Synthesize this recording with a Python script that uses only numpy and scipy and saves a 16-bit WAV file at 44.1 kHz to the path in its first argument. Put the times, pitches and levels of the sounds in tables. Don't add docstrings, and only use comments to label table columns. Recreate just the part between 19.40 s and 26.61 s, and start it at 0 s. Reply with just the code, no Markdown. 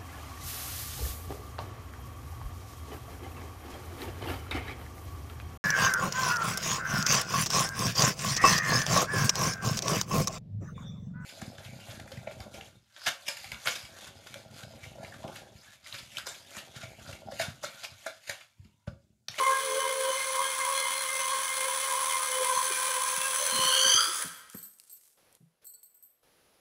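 import sys
import numpy as np
from scipy import signal
from scipy.fft import irfft, next_fast_len
from scipy.io import wavfile
from scipy.ndimage import uniform_filter1d

SR = 44100
rng = np.random.default_rng(int(sys.argv[2]) if len(sys.argv) > 2 else 0)


def transcribe(u):
    v = np.clip(np.atleast_2d(u).T, -1, 1)
    q = np.round(v * 32767).astype(np.int16)
    wavfile.write(sys.argv[1], SR, q)


N = 317916
TIME = np.arange(N) / SR

# (time [s], pitch [Hz])
LIP_PITCH = [(0, 538.2), (.45, 528), (.9, 533.9), (2.0, 532.4), (2.8, 525.8), (3.2, 518), (3.6, 521),
             (4.1, 524.6)]
# (frequency [Hz], relative level [dB per Hz])
RASP_COLOUR = [(60, -29), (230, -18.5), (390, -13.5), (580, -5), (700, -16.5), (800, -4), (1000, -2.3),
               (1270, 1), (1800, -.5), (2400, -.5), (2800, -6), (3400, -1.5), (4500, -6.5), (7500, -25.5)]
# (frequency [Hz], relative level [dB per Hz])
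HISS_COLOUR = [(100, -49), (2000, -49), (5000, -15.5), (6200, -3.5), (7150, -11.5), (7800, -1.5),
               (8500, -6), (9200, 0.5), (10100, 3), (11000, -7), (12200, -18), (13200, -20.5),
               (14200, -14.5), (15300, -9)]
# (start [s], collapse [s], top level [dB])
TONE_SURGES = [(-.1, .02, -36), (.04, .13, -36.5), (.15, .39, -32.5), (.25, .53, -37), (.42, .705, -32.5),
               (.68, 1.09, -41), (1.12, 1.46, -41), (1.6, 1.98, -44.5), (2.12, 2.285, -40),
               (2.32, 2.58, -41.5), (2.87, 3.03, -33), (3.05, 3.14, -40.5), (3.21, 3.31, -41),
               (3.36, 3.58, -43.5), (3.85, 4.46, -38.5)]
# (start [s], collapse [s], top level [dB])
OCTAVE_SURGES = [(-.5, .13, -25.5), (.36, .48, -35), (.6, .73, -37), (.92, 1.03, -31.5), (1.12, 1.35, -36),
                 (1.8, 1.97, -33.5), (2.3, 2.85, -35.5), (2.95, 3.2, -32.5), (3.36, 3.65, -36),
                 (4.08, 4.3, -33.5)]
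# (frequency [Hz], width [Hz], level against the rasp [dB])
NECK_RESONANCES = [(577.4, 20, -27), (995, 42, -12.5), (1245, 28, -17), (1552, 41, -13), (1610, 30, -11),
                   (2108, 70, -5), (2390, 50, -17), (2660, 48, -23), (3026, 180, -9), (3290, 170, -11.5),
                   (4195, 110, -13.5), (5860, 84, -14.5), (6270, 100, -10), (6880, 68, -18)]
# (frequency [Hz], change [dB])
SLACK_CHANGE = [(1250, 1.5), (1580, 4.5), (2100, -11), (2640, 4), (3100, -1), (4100, 1.5)]
# (time [s], frequency [Hz], level before throbbing [dB])
BRIEF_TONES = [(.06, 2110, -31.5), (.14, 1612, -32), (.42, 3047, -37), (.45, 985, -34), (.49, 2110, -39),
               (.701, 3040, -37), (.82, 2118, -37), (1.01, 995, -35), (1.05, 3241, -39), (1.061, 1612, -36),
               (1.27, 1000, -33), (1.361, 3335, -38), (1.39, 4180, -36), (1.44, 2110, -32.5),
               (1.46, 3060, -39.5), (1.47, 985, -35), (1.589, 4170, -38), (2.29, 1000, -35),
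               (2.54, 1000, -32), (2.73, 2110, -35.5), (2.84, 1238, -39), (2.96, 3036, -38),
               (3.1, 1008, -30.5), (3.16, 6234, -37), (3.19, 1005, -29.5), (3.34, 2390, -39.5),
               (3.46, 2390, -39.5), (3.59, 1008, -33), (3.84, 2659, -37.5), (4.02, 6245, -35.5),
               (4.04, 583.5, -37.5), (4.16, 4170, -33), (4.26, 5954, -34), (4.35, 1561, -31),
               (4.35, 3122, -28), (4.41, 6810, -38), (4.45, 1566, -31)]
# (start [s], loudest [s], level [dB], fade [s])
GUSHES = [(4.1, 4.56, -36.5, .27), (4.769, 4.832, -36.5, .025), (5.129, 5.147, -51.5, .025)]
# (frequency [Hz], relative level [dB per Hz])
HOLLOW_COLOUR = [(100, -40), (250, -26), (500, -6.5), (740, -20), (1100, -1), (1750, -1), (2600, -19.5),
                 (6000, -34), (15000, -45)]
# (first pitch [Hz], last pitch [Hz], bend of the glide [power],
# strand spacing [Hz], swell start [s], collapse start [s], collapse length [s], top level [dB],
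# ease of the growth [power])
SHRIEK_VOICES = [(3040, 3520, 3.1, 100, 4.065, 4.58, .15, -26.6, 3.3),
                 (4180, 5080, 1.6, 135, 4.02, 4.615, 0.11, -28.5, 1.6),
                 (6080, 6750, 5.5, 170, 4.26, 4.57, .07, -25.7, 1.7)]
# (time [s], peak level [dB], pitch [Hz], width [Hz], length [s])
BUMPS = [(3.164, -47.5, 148.9, 130, 0.011), (3.296, -37, 404, 100, 0.013), (3.772, -46, 157.9, 130, 0.0095),
         (4.12, -40, 220, 200, 0.035), (4.182, -34.5, 210, 198, 0.019), (4.248, -40, 210, 200, 0.0093),
         (4.445, -39.5, 190, 160.3, 0.022), (4.544, -37, 200, 200, 0.0081), (4.658, -44.5, 342, 70, 0.022),
         (4.842, -39, 205, 220, 0.016), (5.143, -36, 200, 230, 0.011), (6.003, -52.5, 152, 34, 0.02)]
# (time [s], level [dB], brightness [dB])
JINGLES = [(4.94, -62, 12), (4.971, -56, 12), (5.147, -47, 3), (5.171, -42, 3), (5.185, -48, -9),
           (5.228, -40.5, 4), (5.497, -47, -7), (5.513, -46.5, -4), (5.526, -45, 4), (6.245, -55, 5),
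           (6.252, -45.5, 2), (6.269, -42, 0), (6.296, -49, 2), (6.339, -48, -5), (6.431, -47.5, 2),
           (6.457, -55, 0), (6.544, -54.5, -1), (6.569, -58, 0), (6.626, -51.5, 7)]
# (frequency [Hz], relative level [dB], time to fade by 60 dB [s])
BANGLE_MODES = [(450, -26, .3), (1450, -22, 0.3), (4020, -20, 0.18), (4425, -9.5, 0.16), (7730, 0.5, 0.18),
                (7840, -1, 0.2), (8260, 2.5, 0.22), (8450, -0.5, 0.22), (12310, 0.5, 0.16),
                (12450, -2, .16), (12670, -1, .2), (13300, -1, .18), (13420, 0, 0.16), (13590, -1, .18)]
# (time [s], level before colouring [dB])
SNAPS = [(5.387, -49), (5.399, -38.5), (5.927, -49), (5.951, -46)]
# (start [s], end of growth [s], level [dB])
STROKES = [(4.75, 4.85, -45), (5.083, 5.15, -54), (5.194, 5.3, -66), (5.349, 5.678, -63.5)]
# (frequency [Hz], relative level [dB per Hz])
RUBBER_COLOUR = [(200, -17), (1500, -9), (3000, -6), (10000, 4.5), (15500, -8)]
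# (start [s], end [s])
STEADY_HISS_SPANS = [(0, 5.1), (5.768, 5.97), (6.215, 6.248), (6.826, 7.3)]
# (frequency [Hz], relative level [dB per Hz])
STEADY_HISS_COLOUR = [(40, -15.5), (100, -9), (300, -10.5), (500, -5.5), (900, -12), (6000, -19),
                      (8500, -27), (10000, -15), (15500, -28.5)]
# (frequency [Hz], time to fade by 60 dB [s])
ROOM_FADE = [(200, 0.5), (1300, 1.14), (4000, 0.91), (15000, .5)]
# (frequency [Hz], level against the direct sound [dB])
ROOM_LEVEL = [(500, -9.5), (1200, -5.5), (4000, -7), (15000, -8)]

STALL_S, EMPTY_S = 4.5, 4.83
FLUTTER_HZ = 78.44


def lips(drift=.0075, jitter=.02, sway=.012, flutter_spread_hz=6):
    flap = waver(FLUTTER_HZ, flutter_spread_hz, 12)
    pitch_change = drift * wander(14) + jitter * wander(200) + sway * np.cos(flap)
    hz = curves(LIP_PITCH)[0] * (1 + pitch_change)
    return np.cumsum(hz) / SR, flap


def squeal(turns, flap, stall_length=.06, throb_db=2.0):
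    phase = 2 * np.pi * turns
    low_db = surging(TONE_SURGES, rest_db=-50.5, ease=1.9, collapse=.025)
    octave_db = surging(OCTAVE_SURGES, rest_db=-41.5, ease=2.4, collapse=.051)
    low = amp(low_db) * unit(np.cos(phase) * amp(1.7 * wander(14)))

    loose = 1 - .55 * np.clip((octave_db + 32.5) / 6, 0, 1)
    throb = amp(loose * (throb_db * np.cos(flap) + 1.6 * wander(30)))
    tremble = waver(0, 11 * loose, 22) + .42 * loose * wander(45)
    octave_wave = np.cos(2 * phase + tremble) + .22 * loose * np.cos(2 * phase - flap)
    octave = amp(octave_db) * unit(octave_wave * throb)

    beats = np.cos(phase - flap) + amp(-16) * np.cos(phase - 2 * flap)
    beat_db = low_db - 7 - 10 * ramp(.59, .08)
    beat = amp(beat_db) * unit(beats)
    return (low + octave + beat) * (1 - ramp(STALL_S, stall_length))


def jet(turns, flutter, uneven_db=3.5, stray_per_s=650, puff_turns=.23):
    closing = np.diff(np.floor(turns + .09 * wander(400)), prepend=0) > 0
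    stray = rng.random(N) < stray_per_s / SR
    slap_db = uneven_db * 2 * np.tanh(rng.standard_normal(N) / 2)
    slaps = (closing + .82 * stray) * amp(slap_db)
    puffs = (.18 + np.exp(-(turns % 1) / puff_turns)) * rng.standard_normal(N)
    throb = amp(1.7 * flutter + 1.5 * wander(76))
    drive = unit(unit(slaps - slaps.mean()) + .66 * unit(puffs)) * throb
    rasp_flow = flow(first_db=-41.5, db_per_s=.8, stall_db=7.5, stall_length=.26)
    hiss_flow = flow(first_db=-38, db_per_s=1.62, stall_db=7, stall_length=.36)
    rasp = rasp_flow * (unit(colour(drive, RASP_COLOUR)) + neck(drive))
    return rasp + hiss_flow * unit(colour(drive, HISS_COLOUR))


def flow(first_db, db_per_s, stall_db, stall_length, puff_s=.0042, puff_db=6.5, die_db_per_s=351):
    climb = first_db + db_per_s * np.minimum(TIME, STALL_S) - stall_db * ramp(STALL_S, stall_length)
    last_puff = puff_db * np.exp(-((TIME - EMPTY_S + puff_s) / puff_s) ** 2)
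    return amp(climb + last_puff - die_db_per_s * np.maximum(TIME - EMPTY_S, 0))


def neck(drive, slip=.006, swell_db=3.0, settle_db=2, limp_db=10):
    stretch = 1 + slip * wander(6.9)
    settling = settle_db * np.interp(TIME, [0, 4], [1, -1])
    taut = amp(settling - limp_db * ramp(STALL_S, EMPTY_S - STALL_S))
    slack = ramp(2.7, .63)
    ringing = 0
    for hz, width, db in NECK_RESONANCES:
        level = amp(db + slack * read(SLACK_CHANGE, hz) + swell_db * wander(8) - 1)
        ringing = ringing + level * ring(drive, hz * stretch, width)
    return taut * ringing


def brief_tones(flutter, length=.031):
    out, shake = np.zeros(N), waver(0, 20, 70)
    for s, hz, db in BRIEF_TONES:
        near = abs(TIME - s) < 3 * length
        t = TIME[near] - s
        swell = amp(db) * np.exp(-.5 * (t / length) ** 2)
        out[near] += swell * np.cos(2 * np.pi * hz * t + shake[near])
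    return out * amp(2.3 * flutter)


def gushes(ease=1.4, range_db=14):
    level = sum(burst(start, end, db, ease, fade, range_db) for start, end, db, fade in GUSHES)
    return level * unit(colour(rng.standard_normal(N), HOLLOW_COLOUR))


def shriek(begin=4.0, fade=.036, stutter_depth=.6, stutter_hz=64):
    shrunk, tone = ramp(begin, EMPTY_S - begin - fade), 0
    for first_hz, last_hz, bend, spacing_hz, start, end, collapse, top_db, ease in SHRIEK_VOICES:
        hz = first_hz + (last_hz - first_hz) * shrunk ** bend
        level_db = surging([(start, end, top_db)], -46.5, ease, collapse)
        tone = tone + amp(level_db) * strands(hz, spacing_hz)
    sounding = ramp(begin - fade, fade) - ramp(EMPTY_S - fade, fade)

    loudest = 4.585
    whistle_hz = 1320 - 250 * (TIME - loudest)
    whistle_gain = burst(4.52, loudest, db=-29, ease=1, release=.29, range_db=22)
    whistle = whistle_gain * strands(whistle_hz, 55)
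    stutter = unit(1 - stutter_depth * np.cos(waver(stutter_hz, 12, 20) / 2) ** 6)
    return stutter * (tone * sounding + whistle)


def strands(hz, spacing_hz, tremble_hz=64, side_db=-4, uneven_db=1.8):
    total = 0
    for k in (-1, 0, 1):
        level = amp(abs(k) * side_db + uneven_db * wander(35))
        total = total + level * np.cos(waver(hz + k * spacing_hz, tremble_hz, 70))
    return unit(total)


def bumps():
    out, t = np.zeros(N), np.arange(SR // 4) / SR
    for s, db, hz, width, length in BUMPS:
        edges = [max(hz - width / 2, 20), hz + width / 2]
        band = signal.butter(2, edges, "bandpass", fs=SR, output="sos")
        thud = signal.sosfilt(band, rng.standard_normal(len(t)) * t * np.exp(-2 * t / length))
        add(out, s, amp(db) * thud / abs(thud).max())
    return out


def bangles(rebound=.43, chatter_s=.022, mismatch=.005, scrape=.27, scrape_s=.025, count=5):
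    out, t = np.zeros(N), np.arange(SR // 2) / SR
    hz, mode_db, t60 = np.transpose(BANGLE_MODES)[:, :, None]
    tilt = np.interp(hz, [4500, 8000, 12000], [-1, 0, 1])
    for s, db, bright_db in JINGLES:
        delays = [0, *np.sort(rng.random(count - 1)) * chatter_s]
        for k, delay in enumerate(delays):
            strike, phase, detune = rng.standard_normal((3, len(BANGLE_MODES), 1))
            level = amp(mode_db + 3.8 * strike + bright_db * tilt - 60 * t / t60)
            hoop_hz = hz * (1 + mismatch * detune)
            hoops = (level * np.sin(2 * np.pi * (hoop_hz * t + phase))).sum(0)
            sharp_noise = np.diff(rng.standard_normal(len(t) + 2), 2)
            tick = sharp_noise * (.95 * np.exp(-t / .003) + scrape * np.exp(-t / scrape_s))
            add(out, s + delay, rebound ** k * amp(db - 13) * (hoops + tick))
    return out


def rubber(decay_s=.0015):
    snaps, t = np.zeros(N), np.arange(SR // 20) / SR
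    for s, db in SNAPS:
        add(snaps, s, amp(db) * rng.standard_normal(len(t)) * np.exp(-t / decay_s))
    grain = rng.standard_normal(N) * amp(3.9 * wander(130))
    sliding = sum(burst(*row, ease=8.1, release=.23, range_db=28) for row in STROKES)
    return colour(snaps, RUBBER_COLOUR) + sliding * unit(colour(grain, RUBBER_COLOUR))


def room(x):
    hz, t, z = signal.stft(rng.standard_normal(SR), SR, nperseg=256)
    t60 = read(ROOM_FADE, hz)[:, None]
    height = amp(read(ROOM_LEVEL, hz))[:, None] * np.sqrt(2 * np.log(1000) / (t60 * SR))
    fading = height * amp(-60 * t / t60) * (t > .004)
    tail = signal.istft(z * fading, SR, nperseg=256)[1]
    return signal.fftconvolve(x, tail)[:N]


def suppress(x, threshold_db=-59, depth_db=7, top_hz=6000, size=2000):
    low = signal.sosfiltfilt(signal.butter(2, top_hz, fs=SR, output="sos"), x)
    level_db = 10 * np.log10(abs(uniform_filter1d(low ** 2, size)) + 1e-14)
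    return x - low + low * amp(-np.clip(threshold_db - level_db, 0, depth_db))


def steady_hiss(low_db=-79, high_db=-66.5, rise_s=.0062, fall_s=.012):
    switched_up = sum(ramp(start, rise_s) - ramp(end, fall_s) for start, end in STEADY_HISS_SPANS)
    level = amp(low_db + (high_db - low_db) * switched_up)
    return level * unit(colour(rng.standard_normal(N), STEADY_HISS_COLOUR))


def amp(db):
    return 10 ** (np.asarray(db) / 20)


def unit(x):
    return x / np.sqrt(np.mean(x ** 2) + 1e-20)


def read(points, hz):
    f, value = np.transpose(points)
    return np.interp(np.log(hz + 1), np.log(f + 1), value)


def curves(rows):
    s, *columns = np.transpose(rows)
    return [np.interp(TIME, s, c) for c in columns]


def add(mix, s, sound):
    part = mix[round(s * SR):][:len(sound)]
    part += sound[:len(part)]


def wander(width_hz):
    size = next_fast_len(N, True)
    hz = np.arange(0, 2500, SR / size)
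    real, imag = rng.standard_normal((2, len(hz)))
    bell = np.exp(-.5 * (hz / width_hz) ** 2)
    return unit(irfft((real + 1j * imag) * bell, size)[:N])


def waver(hz, spread_hz, speed_hz):
    return 2 * np.pi * np.cumsum(hz + spread_hz * wander(speed_hz)) / SR


def colour(x, points, size=2048):
    log_gain = np.log(amp(read(points, abs(np.fft.fftfreq(size, 1 / SR)))))
    taps = np.fft.ifft(np.exp(np.conj(signal.hilbert(log_gain)))).real
    return signal.oaconvolve(x, taps)[:N]


def ring(x, hz, width):
    turn, r = np.exp(2j * np.pi * np.cumsum(hz) / SR), np.exp(-np.pi * width / SR)
    smooth = signal.lfilter([1], [1, -2 * r, r * r], x / turn)
    return unit((turn * smooth).real)


def ramp(start, length):
    return np.clip((TIME - start) / length, 0, 1)


def surge(start, end, ease, collapse):
    growth = 1 - (1 - ramp(start, end - start)) ** ease
    return growth * (1 - ramp(end, collapse))


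def surging(rows, rest_db, ease, collapse):
    rises = [(db - rest_db) * surge(start, end, ease, collapse) for start, end, db in rows]
    return rest_db + np.max(rises, axis=0)


def burst(start, end, db, ease, release, range_db):
    return amp(db - range_db) * (amp(range_db * surge(start, end, ease, release)) - 1)


def scene(shriek_to_room=.6):
    turns, flap = lips()
    flutter = unit(np.cos(flap))
    balloon = squeal(turns, flap) + jet(turns, flutter) + brief_tones(flutter) + gushes()
    ending = shriek()
    near = balloon + bumps() + bangles() + rubber()
    echoes = suppress(room(near + shriek_to_room * ending))
    return (near + ending + echoes + steady_hiss())[None]


def record(dry):
    taps = signal.firwin(511, 15700, window=("kaiser", 9), fs=SR)
    return signal.oaconvolve(dry, taps[None], "same")


dry = scene()
out = record(dry)
transcribe(out)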